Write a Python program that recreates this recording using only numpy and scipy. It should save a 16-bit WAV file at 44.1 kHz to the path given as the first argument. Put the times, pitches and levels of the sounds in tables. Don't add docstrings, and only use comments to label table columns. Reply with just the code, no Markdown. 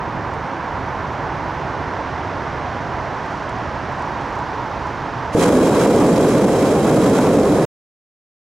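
import sys
import numpy as np
from scipy import signal
from scipy.fft import rfft, irfft, next_fast_len
from scipy.io import wavfile
from scipy.ndimage import uniform_filter1d, map_coordinates

SR = 44100
rng = np.random.default_rng(int(sys.argv[2]) if len(sys.argv) > 2 else 0)


def dump(signal):
    limited = np.clip(np.atleast_2d(signal).T, -1, 1)
    pcm = np.round(limited * 32767).astype(np.int16)
    wavfile.write(sys.argv[1], SR, pcm)


N = 371763
T = np.arange(N) / SR
VALVE_S, IGNITE_S, FULL_S = 5.318, 5.349, 5.42


def amp(db):
    return 10 ** (np.asarray(db) / 20)

def unit(x):
    return x / np.sqrt(np.mean(x ** 2) + 1e-20)

def along(points, hz):
    freqs, values = np.transpose(points)
    return np.interp(np.log(hz + 1), np.log(freqs + 1), values)

def envelope(points):
    return np.interp(T, *np.transpose(points))

def ramp(start, length):
    return np.clip((T - start) / length, 0, 1)

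def swell(middle, length):
    return 2 ** (-(2 * (T - middle) / length) ** 2)

def wobble(rate):
    return map_coordinates(rng.standard_normal(int(N * rate / SR) + 4), [T * rate])

def filtered(x, response):
    size = next_fast_len(N + SR // 2)
    return irfft(rfft(x, size) * response(np.fft.rfftfreq(size, 1 / SR)), size)[..., :N]

def sides(lean_db):
    return amp(np.array([[.5], [-.5]]) * lean_db)

def noise(spectrum, coherence):
    angle = lambda hz: np.arccos(along(coherence, hz)) / 2
    colour = lambda hz: amp(along(spectrum, hz)) * [np.cos(angle(hz)), np.sin(angle(hz))]
    mid, side = filtered(rng.standard_normal((2, N)), colour)
    return unit(np.array([mid + side, mid - side]))


# frequency in Hz, relative density in dB.
RUMBLE_SPECTRUM = [(15, -23.5), (30, -14.5), (50, -5.5), (85, 0.5), (102, -2.5), (130, 1), (165, -3),
                   (215, -10.5), (400, -16), (900, -71)]
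RUSH_SPECTRUM = [(100, -23.5), (200, -8), (290, -3.5), (480, -5.5), (730, -2), (1000, -3), (1290, -7),
                 (1550, -8), (2000, -13.5), (2600, -22), (4000, -36.5), (9000, -80)]
ENGINE_SPECTRUM = [(450, -40), (700, -11.5), (830, -2.5), (935, 3.3), (1000, 1), (1110, -4), (1280, -15.5),
                   (1700, -54)]
AIR_SPECTRUM = [(1000, -24.5), (2200, 1), (3000, 3.5), (4200, -0.5), (5800, -2.8), (6700, -9),
                (8000, -17.6), (11000, -27.5), (15500, -41)]
# time in seconds, relative level in dB.
WIND_LEVELS = [(0, -.7), (1.3, .5), (1.9, .8), (3.1, .4), (3.6, -0.3), (4.3, 0), (5.3, -0.84)]
ENGINE_LEVELS = [(0, -33), (1.0, -32), (1.6, -31.5), (2.3, -39), (3.0, -33), (3.75, -35.5), (4.0, -30.5),
                 (4.7, -30), (5.1, -32.5)]
AIR_LEVELS = [(0, -48.5), (1.3, -46.5), (2.4, -45.5), (5.3, -45.5)]
# frequency in Hz, left-right coherence.
BACKGROUND_COHERENCE = [(60, .96), (300, .965), (800, .987), (1400, .98), (3100, .94), (6800, .94),
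                        (10000, .2)]
# frequency in Hz, left minus right level in dB.
DRONE_BALANCE = [(60, -3.5), (110, -3.0), (200, -2.5), (380, -4.5), (700, -2.5), (1290, -4), (2380, -3.0),
                 (4400, 0), (8120, -0.5), (15000, -0.5)]

def drone(rumble_db=-32.0, rush_db=-26.5):
    wind_db, engine_db = envelope(WIND_LEVELS), envelope(ENGINE_LEVELS)
    rumble = amp(rumble_db + wind_db + 1.1 * wobble(7)) * noise(RUMBLE_SPECTRUM, BACKGROUND_COHERENCE)
    rush = amp(rush_db + wind_db + 0.27 * wobble(9)) * noise(RUSH_SPECTRUM, BACKGROUND_COHERENCE)
    hollow = amp(engine_db + 0.73 * wobble(8)) * noise(ENGINE_SPECTRUM, BACKGROUND_COHERENCE)
    air = amp(envelope(AIR_LEVELS)) * noise(AIR_SPECTRUM, BACKGROUND_COHERENCE)
    return filtered(rumble + rush + hollow + air, lambda hz: sides(along(DRONE_BALANCE, hz)))


# frequency in Hz, relative density in dB.
BASKET_SPECTRUM = [(1000, -36), (4000, 5), (7000, 7), (10000, -5.5), (12000, -19), (15000, -36)]
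# middle in seconds, length in seconds, level at the middle in dB.
BASKET_RUBS = [(.38, .3, -65), (3.32, .2, -61), (4.0, .15, -64), (4.3, .2, -61), (4.9, .25, -65)]

def rustle(grain_db=3.0):
    rubbing = sum(amp(db) * swell(s, length) for s, length, db in BASKET_RUBS)
    grains = amp(grain_db * wobble(250))
    return rubbing * unit(grains * noise(BASKET_SPECTRUM, BACKGROUND_COHERENCE))


# start in seconds, relative level in dB.
BASKET_TICKS = [(0.3371, -43), (1.1338, -50), (3.2614, -47), (3.494, -38.5), (3.9245, -46), (3.9943, -47),
                (4.0216, -39.5), (4.2108, -45), (4.3555, -45), (4.3889, -44), (4.8698, -42.5)]

def ticks(t60_s=0.024, level_db=-3):
    decays = sum(amp(db + level_db - 60 * np.abs(T - s) / t60_s) * (T >= s) for s, db in BASKET_TICKS)
    return decays * noise(BASKET_SPECTRUM, BACKGROUND_COHERENCE)


def pressure_sag(db_per_s):
    return db_per_s * np.maximum(T - FULL_S, 0)


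# middle in seconds, length in seconds, jet lift in dB, tearing lift in dB.
FUEL_SPURTS = [(5.659, .05, 2.5, 1.5), (5.81, .06, 3, 1.5), (5.85, .04, 1, 4), (6.3, 0.082, 2.6, 2),
               (6.68, 0.086, 2, 1), (7.05, 0.072, 1.5, 2), (7.181, .055, 3.3, 6), (7.245, .045, 1, 6.3),
               (7.59, 0.039, -1, 3)]

def fuel_spurts():
    jet_db = sum(db * swell(s, length) for s, length, db, _ in FUEL_SPURTS)
    tearing_db = sum(db * swell(s, length) for s, length, _, db in FUEL_SPURTS)
    return jet_db, tearing_db


# frequency in Hz, width in Hz, lift in dB.
CAN_MODES = [(2400, 300, 1.5), (3250, 340, 5.7), (3900, 320, 5.7), (5100, 400, 3), (6450, 300, 1.5),
             (7400, 400, 2), (7950, 300, 1.5)]

def can_ringing(hiss):
    def response(hz):
        lift_db = sum(db * np.exp(-(2 * (hz - centre) / width) ** 2) for centre, width, db in CAN_MODES)
        return amp(lift_db) - 1
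    return filtered(hiss.mean(axis=0), response)


# frequency in Hz, relative density in dB.
JET_SPECTRUM = [(500, -20), (1200, -5.5), (2000, 7.5), (2900, 1.5), (4400, 0), (6000, 1), (7600, 1.5),
                (8600, 0.5), (10000, 1.5), (12000, -7), (15500, -18.5)]
# frequency in Hz, left-right coherence.
JET_COHERENCE = [(1300, .9), (2000, .65), (2500, .6), (2900, .35), (4400, .25), (6000, .45), (7000, .4),
                 (8000, .1), (9500, .6), (10700, .62), (13000, .33)]
# frequency in Hz, lead of the left channel in radians.
JET_PHASE = [(1400, -.4), (1900, -1.1), (2700, -.9), (3400, -.55), (4300, 0), (5000, .5), (7200, .4),
             (8000, 1.1), (8400, 2.9), (15000, 2.7)]

def gas_jet(flicker, spurt_db, level_db=-22.5, flicker_db=.5, sputter_db=1.23):
    hiss = noise(JET_SPECTRUM, JET_COHERENCE)
    hiss = hiss + can_ringing(hiss)
    phase_shift = lambda hz: np.exp(np.array([[.5j], [-.5j]]) * along(JET_PHASE, hz))
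    hiss = unit(filtered(hiss, phase_shift))
    flow = ramp(VALVE_S, FULL_S - VALVE_S) ** 1.2
    surge_db = 2.5 * swell(FULL_S + .015, length=.095)
    jet_db = level_db + surge_db - pressure_sag(db_per_s=1.75) + spurt_db
    flutter_db = flicker_db * flicker + sputter_db * wobble(160)
    return sides(-2.4) * flow * amp(jet_db + flutter_db) * hiss


# frequency in Hz, relative density in dB.
ROAR_SPECTRUM = [(20, -28), (50, -17.5), (100, -10.5), (160, -1), (230, -0.9), (295, 2), (345, -3),
                 (420, .5), (540, -2.5), (730, -10.5), (1050, -26), (1600, -31.5), (2500, -48), (5000, -74)]
TEARING_SPECTRUM = [(400, -30), (750, 0.5), (1050, 1), (1350, -6), (1600, -8), (1900, -16.5), (2600, -20),
                    (4500, -41)]
# frequency in Hz, left-right coherence.
FLAME_COHERENCE = [(50, .92), (150, 1), (450, 0.98), (1000, 1)]

def flame(flicker, spurt_db, roar_db=-2.5, tearing_db=-15.5, flicker_db=1.14, ragged_db=1.9):
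    age_s = np.abs(T - IGNITE_S)
    flare_db = 7 * np.exp(-age_s / 0.0074)
    young_db = 6.5 * np.exp(-age_s / 0.11)
    loss_db = pressure_sag(db_per_s=1.25) + young_db + 0.23 * spurt_db
    roar = amp(roar_db + flare_db - loss_db) * noise(ROAR_SPECTRUM, FLAME_COHERENCE)
    change_db = spurt_db - pressure_sag(db_per_s=2.7) + ragged_db * wobble(90)
    tearing = amp(tearing_db + change_db) * noise(TEARING_SPECTRUM, FLAME_COHERENCE)
    tearing *= ramp(IGNITE_S, FULL_S - IGNITE_S)
    burning = ramp(IGNITE_S, .002) * amp(flicker_db * flicker)
    return burning * (sides(-0.82) * roar + sides(.1) * tearing)


def scene():
    flicker = wobble(35)
    jet_spurt_db, tearing_spurt_db = fuel_spurts()
    background = drone() + rustle() + ticks()
    return background + flame(flicker, tearing_spurt_db) + gas_jet(flicker, jet_spurt_db)

def gain_control(x, threshold_db=-15, slope=0.68, follow_s=0.2):
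    step = 1 / (follow_s * SR)
    power = signal.lfilter([step], [1, step - 1], np.mean(x ** 2, axis=0))
    excess_db = np.maximum(10 * np.log10(power + 1e-12) - threshold_db, 0)
    return x * amp(-slope * excess_db)

def limiter(x, ceiling_db=-5.0, knee=5, release_db_per_s=260, attack_s=0.00073):
    peak_ratio = np.abs(x).max(axis=0) / amp(ceiling_db)
    cut_db = 20 * np.log10(1 + peak_ratio ** knee) / knee
    held_db = np.maximum.accumulate(cut_db + release_db_per_s * T) - release_db_per_s * T
    return x * amp(-uniform_filter1d(held_db, int(attack_s * SR)))

def record(dry, off_s=7.651, top_hz=15760):
    switched_on = 1 - ramp(off_s, .002)
    low_pass = lambda hz: np.clip((top_hz - hz) / 60 + .5, 0, 1)
    return filtered(limiter(gain_control(dry)) * switched_on, low_pass)


dry = scene()
out = record(dry)
dump(out)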